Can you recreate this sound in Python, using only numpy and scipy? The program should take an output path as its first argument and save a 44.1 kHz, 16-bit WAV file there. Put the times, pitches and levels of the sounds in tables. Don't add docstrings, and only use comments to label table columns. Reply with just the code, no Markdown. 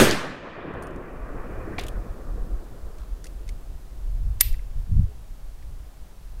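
import sys
import numpy as np
from scipy import signal
from scipy.fft import rfft, irfft, next_fast_len
from scipy.io import wavfile
from scipy.ndimage import uniform_filter1d

SR = 44100
rng = np.random.default_rng(int(sys.argv[2]) if len(sys.argv) > 2 else 0)


def to_wav(s):
    ch = np.atleast_2d(s).T
    pcm = np.round(np.clip(ch, -1, 1) * 32767)
    wavfile.write(sys.argv[1], SR, pcm.astype(np.int16))


def amplitude_ratio(level_db):
    exponent = np.asarray(level_db, float) / 20
    return 10 ** exponent


N = 282240


def unit(x):
    return x / np.sqrt(np.mean(x ** 2) + 1e-20)


def along(points, hz):
    f, v = np.transpose(points)
    return np.interp(np.log(hz + 1), np.log(f + 1), v)


def coloured(spectrum, size):
    hz = np.fft.rfftfreq(size, 1 / SR)
    return unit(irfft(rfft(rng.standard_normal(size)) * amplitude_ratio(along(spectrum, hz)), size))


def evened(x, span_s):
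    power = np.abs(uniform_filter1d(x ** 2, int(span_s * SR)))
    return unit(x / (power + .05) ** .5)


def swell(t, peak_s, db, rise_s, t60_s):
    rise_db = -10 * ((t - peak_s) / max(rise_s, .005)) ** 2
    fall_db = -60 * (t - peak_s) / t60_s
    return amplitude_ratio(db + np.where(t < peak_s, rise_db, fall_db))


def hump(hz, octaves):
    steps = np.arange(-3, 4)
    return np.transpose([hz * 2 ** (octaves * steps), -6 * steps ** 2])


def ring(modes, t):
    out = 0
    for hz, db, t60_s in modes:
        out = out + amplitude_ratio(db + rng.normal(0, 1) - 60 * t / t60_s) * np.sin(2 * np.pi * hz * t)
    return out


def country_hiss(t):
    # hz, db_per_hz
    shared_spectrum = [(71, -34.5), (120, 5), (241, -4), (427, -6.5), (473, -7.5), (580, -7.5), (643, -7),
                       (1430, -14.5), (1550, -15), (2150, -18.5), (12800, -24), (16000, -25.5)]
    # hz, db_per_hz
    apart_spectrum = [(100, -25), (300, 1), (800, -1), (1500, -4), (4000, 0), (15000, -4)]
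    level_db, first_drop_db, recovery_s = -54.5, -60, .46
    gain = amplitude_ratio(level_db + first_drop_db * np.exp(-t / recovery_s))
    shared = gain * coloured(shared_spectrum, N)
    wobble_db = 3 * coloured([(1, -1), (15, 1.5), (30, -61)], N)
    return shared, amplitude_ratio(-28.5 + wobble_db) * gain * coloured(apart_spectrum, N)


def eddies(t):
    # start_s, strength_db
    breeze_points = [(0.2, -54), (0.8, -50), (1.6, -40), (2.9, -39), (3.9, -39), (4.6, -29), (5.2, -49),
                     (6.4, -45)]
    # peak_s, strength_db, half_length_s, flutter_over_throb_db
    crossings = [(.77, -50, .047, 10), (.94, -40, .09, -10), (1.22, -35, .08, -13),
                 (1.37, -33.5, .065, -18), (1.59, -38, .11, -2), (1.86, -37, .1, -3),
                 (1.98, -28, .037, -11), (2.12, -31, .03, -12), (2.32, -29, .06, -13),
                 (2.42, -27, .03, -16), (2.545, -26, .05, -30), (2.86, -31, .036, -25),
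                 (3.0, -32, .03, -20), (3.13, -28.5, .025, -25), (3.36, -39.5, .072, -20),
                 (3.51, -33, .069, -12), (3.73, -35, .048, -10), (4.11, -26.5, .1, -18),
                 (4.28, -27, .085, -6), (4.47, -33.5, .025, 2), (4.53, -20, .03, -25),
                 (4.79, -24.5, .045, -13), (4.92, -26, .024, 0), (4.995, -17, .064, -2),
                 (5.19, -39.5, .075, -13), (5.32, -33, .025, -9), (5.47, -34, .065, -24),
                 (5.71, -36, .16, -10), (6.02, -36.5, .025, -17), (6.38, -36, .15, -18)]
    breeze_flutter_db = -14.5
    coarse = t[::32]
    s, db, half_s, flutter_db = np.transpose(crossings)
    bells = amplitude_ratio(db[:, None] - 10 * ((coarse - s[:, None]) / half_s[:, None]) ** 2)
    breeze = amplitude_ratio(np.interp(coarse, *np.transpose(breeze_points)))
    slow = breeze + bells.sum(0)
    quick = amplitude_ratio(breeze_flutter_db) * breeze + amplitude_ratio(flutter_db) @ bells
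    return np.interp(t, coarse, slow), np.interp(t, coarse, quick)


def wind(t):
    # hz, db_per_hz
    throb_spectrum = [(5, -12), (20, -2), (38, -3.5), (52, -7.5), (70, -27.5), (200, -78.5)]
    # hz, db_per_hz
    flutter_spectrum = [(30, -38.5), (60, 0), (90, -2.5), (140, -13.5), (250, -40.5), (500, -93)]
    # hz, db_per_hz
    thump_spectrum = [(80, -32.5), (140, 8.5), (250, -12.5), (350, -24), (800, -66)]
    # peak_s, level_db, rise_s, t60_s
    gust = (5.005, -27.5, .09, .14)
    # peak_s, level_db, rise_s, t60_s
    muzzle = (5.125, -54, .07, .06)
    muzzle_hz = 420
    slow, quick = eddies(t)
    throb = slow * evened(coloured(throb_spectrum, N), span_s=.07)
    flutter = quick * evened(coloured(flutter_spectrum, N), span_s=.06)
    thump = swell(t, *gust) * evened(coloured(thump_spectrum, N), span_s=.03)
    hoot = swell(t, *muzzle) * np.sin(2 * np.pi * muzzle_hz * t)
    return throb + flutter + thump + hoot


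def contacts():
    # start_s, level_db
    swings = [(.738, -56.5), (.8237, -43.5), (.835, -49), (.8691, -46), (.907, -57), (.9604, -52),
              (2.642, -53)]
    # start_s, level_db
    rattle = [(1.7895, -35), (1.81, -40), (1.836, -39), (1.866, -38), (1.883, -35), (4.527, -45)]
    # start_s, level_db, knock_hz
    grips = [(2.9835, -50, 2500), (3.2423, -37, 1700), (3.2555, -43, 2060), (3.267, -38.5, 2600),
             (3.479, -47, 2400), (3.49, -36, 2290)]
    # start_s, level_db, knock_hz
    knocks = [(1.786, -37, 760), (2.998, -55.5, 1500), (3.017, -58, 1350), (3.033, -55, 1090),
              (4.5405, -50, 1960), (4.592, -58, 1950), (5.6245, -61, 2000)]
    # start_s, level_db, pitch_hz, t60_s
    blows = [
        (.1112, -19, 5300, .0088),
        (1.7824, -20, 2100, .018),
        (1.7843, -25, 1500, .03),
        (1.7952, -26, 3400, .022),
        (1.798, -38, 2300, .26),
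    ]
    # start_s, tick_db, tick_hz, knock_db, knock_hz
    snap = [
        (4.4017, -33, 6000, -40, 2000),
        (4.4057, -22, 6000, -22.5, 6000),
        (4.4086, -2, 11000, -13, 4200),
        (4.4092, -23, 550, -3.5, 9200),
        (4.4104, -13.5, 3900, -14, 4600),
        (4.4095, -20, 1300, -17, 2107),
        (4.417, -22, 9000, -27, 1900),
    ]
    blow_knock_db, snap_t60_s = -12, .015
    swivel_knock_hz, buckle_knock_hz = 2000, 3300
    kinds = [  # tick_hz, knock_over_tick_db, t60_s, rows
        (6800, -25, .024, [(*row, swivel_knock_hz) for row in swings]),
        (7400, -4, .03, [(*row, buckle_knock_hz) for row in rattle]),
        (5800, -5, .027, grips),
        (3500, 8, .036, knocks)]
    out = []
    for tick_hz, knock_db, t60_s, rows in kinds:
        out += [(s, db, tick_hz, db + knock_db, hz, t60_s) for s, db, hz in rows]
    out += [(s, db, hz, db + blow_knock_db, hz, t60_s) for s, db, hz, t60_s in blows]
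    return out + [(*row, snap_t60_s) for row in snap]


def trunks(t):
    # hz, db_per_hz
    bark = [(500, -30), (1400, -13), (1900, -3), (2800, -0.5), (4800, -0.5), (6500, -10), (10000, -3.5),
            (16000, -15.5)]
    gap = 1 - 0.85 * np.exp(-(t / .025) ** 2)
    return coloured(bark, len(t)) * amplitude_ratio(-60 * t / 0.34) * gap


def handling():
    # pitch_hz, level_db, t60_s
    swivel_modes = [(4400, -11, .1), (9300, -4, .17), (12020, -9, .09)]
    # pitch_hz, level_db, t60_s
    spring_modes = [(1940, -20, .2), (2700, -22.5, .5), (9238, -20.5, .14), (10440, -20, .14),
                    (12020, 0.5, 0.24)]
    # start_s, level_db
    swivel_rings = [(.826, -49), (1.884, -60), (3.244, -53), (3.268, -58), (3.491, -60)]
    out, t = np.zeros(N + SR), np.arange(16384) / SR
    brief = t[:4096]
    for s, tick_db, tick_hz, knock_db, knock_hz, t60_s in contacts():
        start = round(s * SR)
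        tick = amplitude_ratio(tick_db - 2.5) * coloured(hump(tick_hz, octaves=0.79), len(brief))
        knock = amplitude_ratio(knock_db) * coloured(hump(knock_hz, octaves=0.29), len(brief))
        envelope = amplitude_ratio(-60 * brief / max(t60_s, .003)) * (1 - np.exp(-brief / .0003))
        out[start:][:len(brief)] += (tick + knock) * envelope
        strength = np.sqrt((amplitude_ratio(tick_db) ** 2 + amplitude_ratio(knock_db) ** 2) * t60_s)
        out[start:][:len(t)] += amplitude_ratio(-15.5) * strength * trunks(t)
    for s, db in swivel_rings:
        out[round(s * SR):][:len(t)] += amplitude_ratio(db) * ring(swivel_modes, t)
    free = 1 + 3.5 / (1 + np.exp(np.clip((t - .008) / 0.00054, -50, 50)))
    out[round(4.4102 * SR):][:len(t)] += amplitude_ratio(-26) * free * ring(spring_modes, t)
    return out[:N]


def diaphragm(t):
    return 0.2 * np.exp(-t / 0.1) - 0.38 * np.exp(-t / 0.023)


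def woods(t):
    # peak_s, level_db, rise_s, t60_s, treble_loss_db
    returns = [
        (0, -19.8, .01, .72, 0),
        (.08, -34, .05, 1.55, -10),
        (.55, -44.5, .3, 4, -4.5),
        (.75, -37.5, .16, 2.4, -20),
        (1.6, -41.5, .6, 7.5, -21),
        (1.75, -49.5, .6, 1.5, -4),
    ]
    power = np.array([swell(t, *row[:-1]) ** 2 for row in returns])
    kept = amplitude_ratio(np.transpose(returns)[-1]) ** 2
    return 10 * np.log10(power.sum(0) + 1e-12), 10 * np.log10(kept @ power + 1e-14)


def echoes(patchy_db=1.54):
    # hz, db_per_hz
    blast = [(35, -35), (60, -2), (168, -6.5), (308, -1), (427, -7), (480, -6), (1170, -10.5), (1820, -9.5),
             (2090, -12.5), (8920, -19), (16000, -27.5)]
    # hz, share
    dulling = [(60, 0.2), (700, 0.2), (1500, 0.5), (2200, 1.0), (4000, 1.1), (16000, 1.1)]
    # hz, db_per_s
    air_loss = [(60, -3.5), (2500, 1.5), (4000, 20.5), (7000, 47.5), (14000, 83)]
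    # hz, level_db
    ground = [(60, -8.5), (130, 2), (250, -3.5), (450, 2), (690, -1.5), (900, -4.5), (1150, 4.5),
              (1400, 0.5), (1950, 2), (2150, -2), (2380, 3.5), (2650, 0.5), (3200, 2.5), (16000, -1.5)]
    hz, t, z = signal.stft(rng.standard_normal(N), SR, nperseg=512)
    low_db, high_db = woods(t)
    tilt_db = high_db - low_db - high_db[0] + low_db[0]
    colour_db = along(blast, hz)[:, None] + along(dulling, hz)[:, None] * tilt_db
    colour_db = colour_db + along(ground, hz)[:, None] * (1 - np.exp(-t / .25))
    colour = amplitude_ratio(colour_db - along(air_loss, hz)[:, None] * t)
    bass = (hz > 200) & (hz < 800)
    colour /= np.sqrt(np.sum(colour[bass] ** 2, 0) / len(hz))
    patches = uniform_filter1d(rng.standard_normal(z.shape), 10, 0)
    patches = unit(uniform_filter1d(patches, 8, 1))
    z = z * colour * amplitude_ratio(low_db + 0.43 + patchy_db * patches)
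    return signal.istft(z, SR, nperseg=512)[1][:N]


def slaps(t):
    # centre_s, level_db, pitch_hz
    booms = [(.0019, -11, 2000), (.002, -11, 500), (.0122, -8, 330), (.0197, -8, 300), (.025, -3.5, 400),
             (.033, -12.5, 520), (.041, -14, 600), (.05, -20, 450), (.0735, -12.5, 400), (.096, -17, 330),
             (.1113, -8, 5000)]
    early = t[:SR // 5]
    pushes = np.zeros(len(early))
    for s, db, hz in booms:
        bell = np.exp(-((early - s) * hz / .7) ** 2)
        pushes -= amplitude_ratio(db) * np.cos(2 * np.pi * hz * (early - s)) * bell
    return np.pad(pushes, (0, N - len(early)))


def scene():
    t = np.arange(N) / SR
    hiss, hiss_apart = country_hiss(t)
    gun = handling()
    shot = echoes() + slaps(t)
    mono = shot + diaphragm(t) + wind(t) + gun + hiss
    rough = amplitude_ratio(-28) * np.gradient(shot + amplitude_ratio(-9) * gun) * rng.standard_normal(N)
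    side = rough + hiss_apart
    return np.array([mono + side, mono - side])


def low_pass(x):
    return signal.sosfilt(signal.butter(12, 16270, fs=SR, output="sos"), x)


def record(dry):
    top_hz, offset, ceiling = 15850, -.0046, .99
    size = next_fast_len(N + SR)
    hz = np.fft.rfftfreq(size, 1 / SR)
    passed = np.clip((top_hz + 250 - hz) / 500, 0, 1)
    x = irfft(rfft(dry, size) * passed, size)[:, :N] + offset
    x = x / (1 + np.abs(x / ceiling) ** 8) ** (1 / 8)
    return low_pass(x)


dry = scene()
out = record(dry)
to_wav(out)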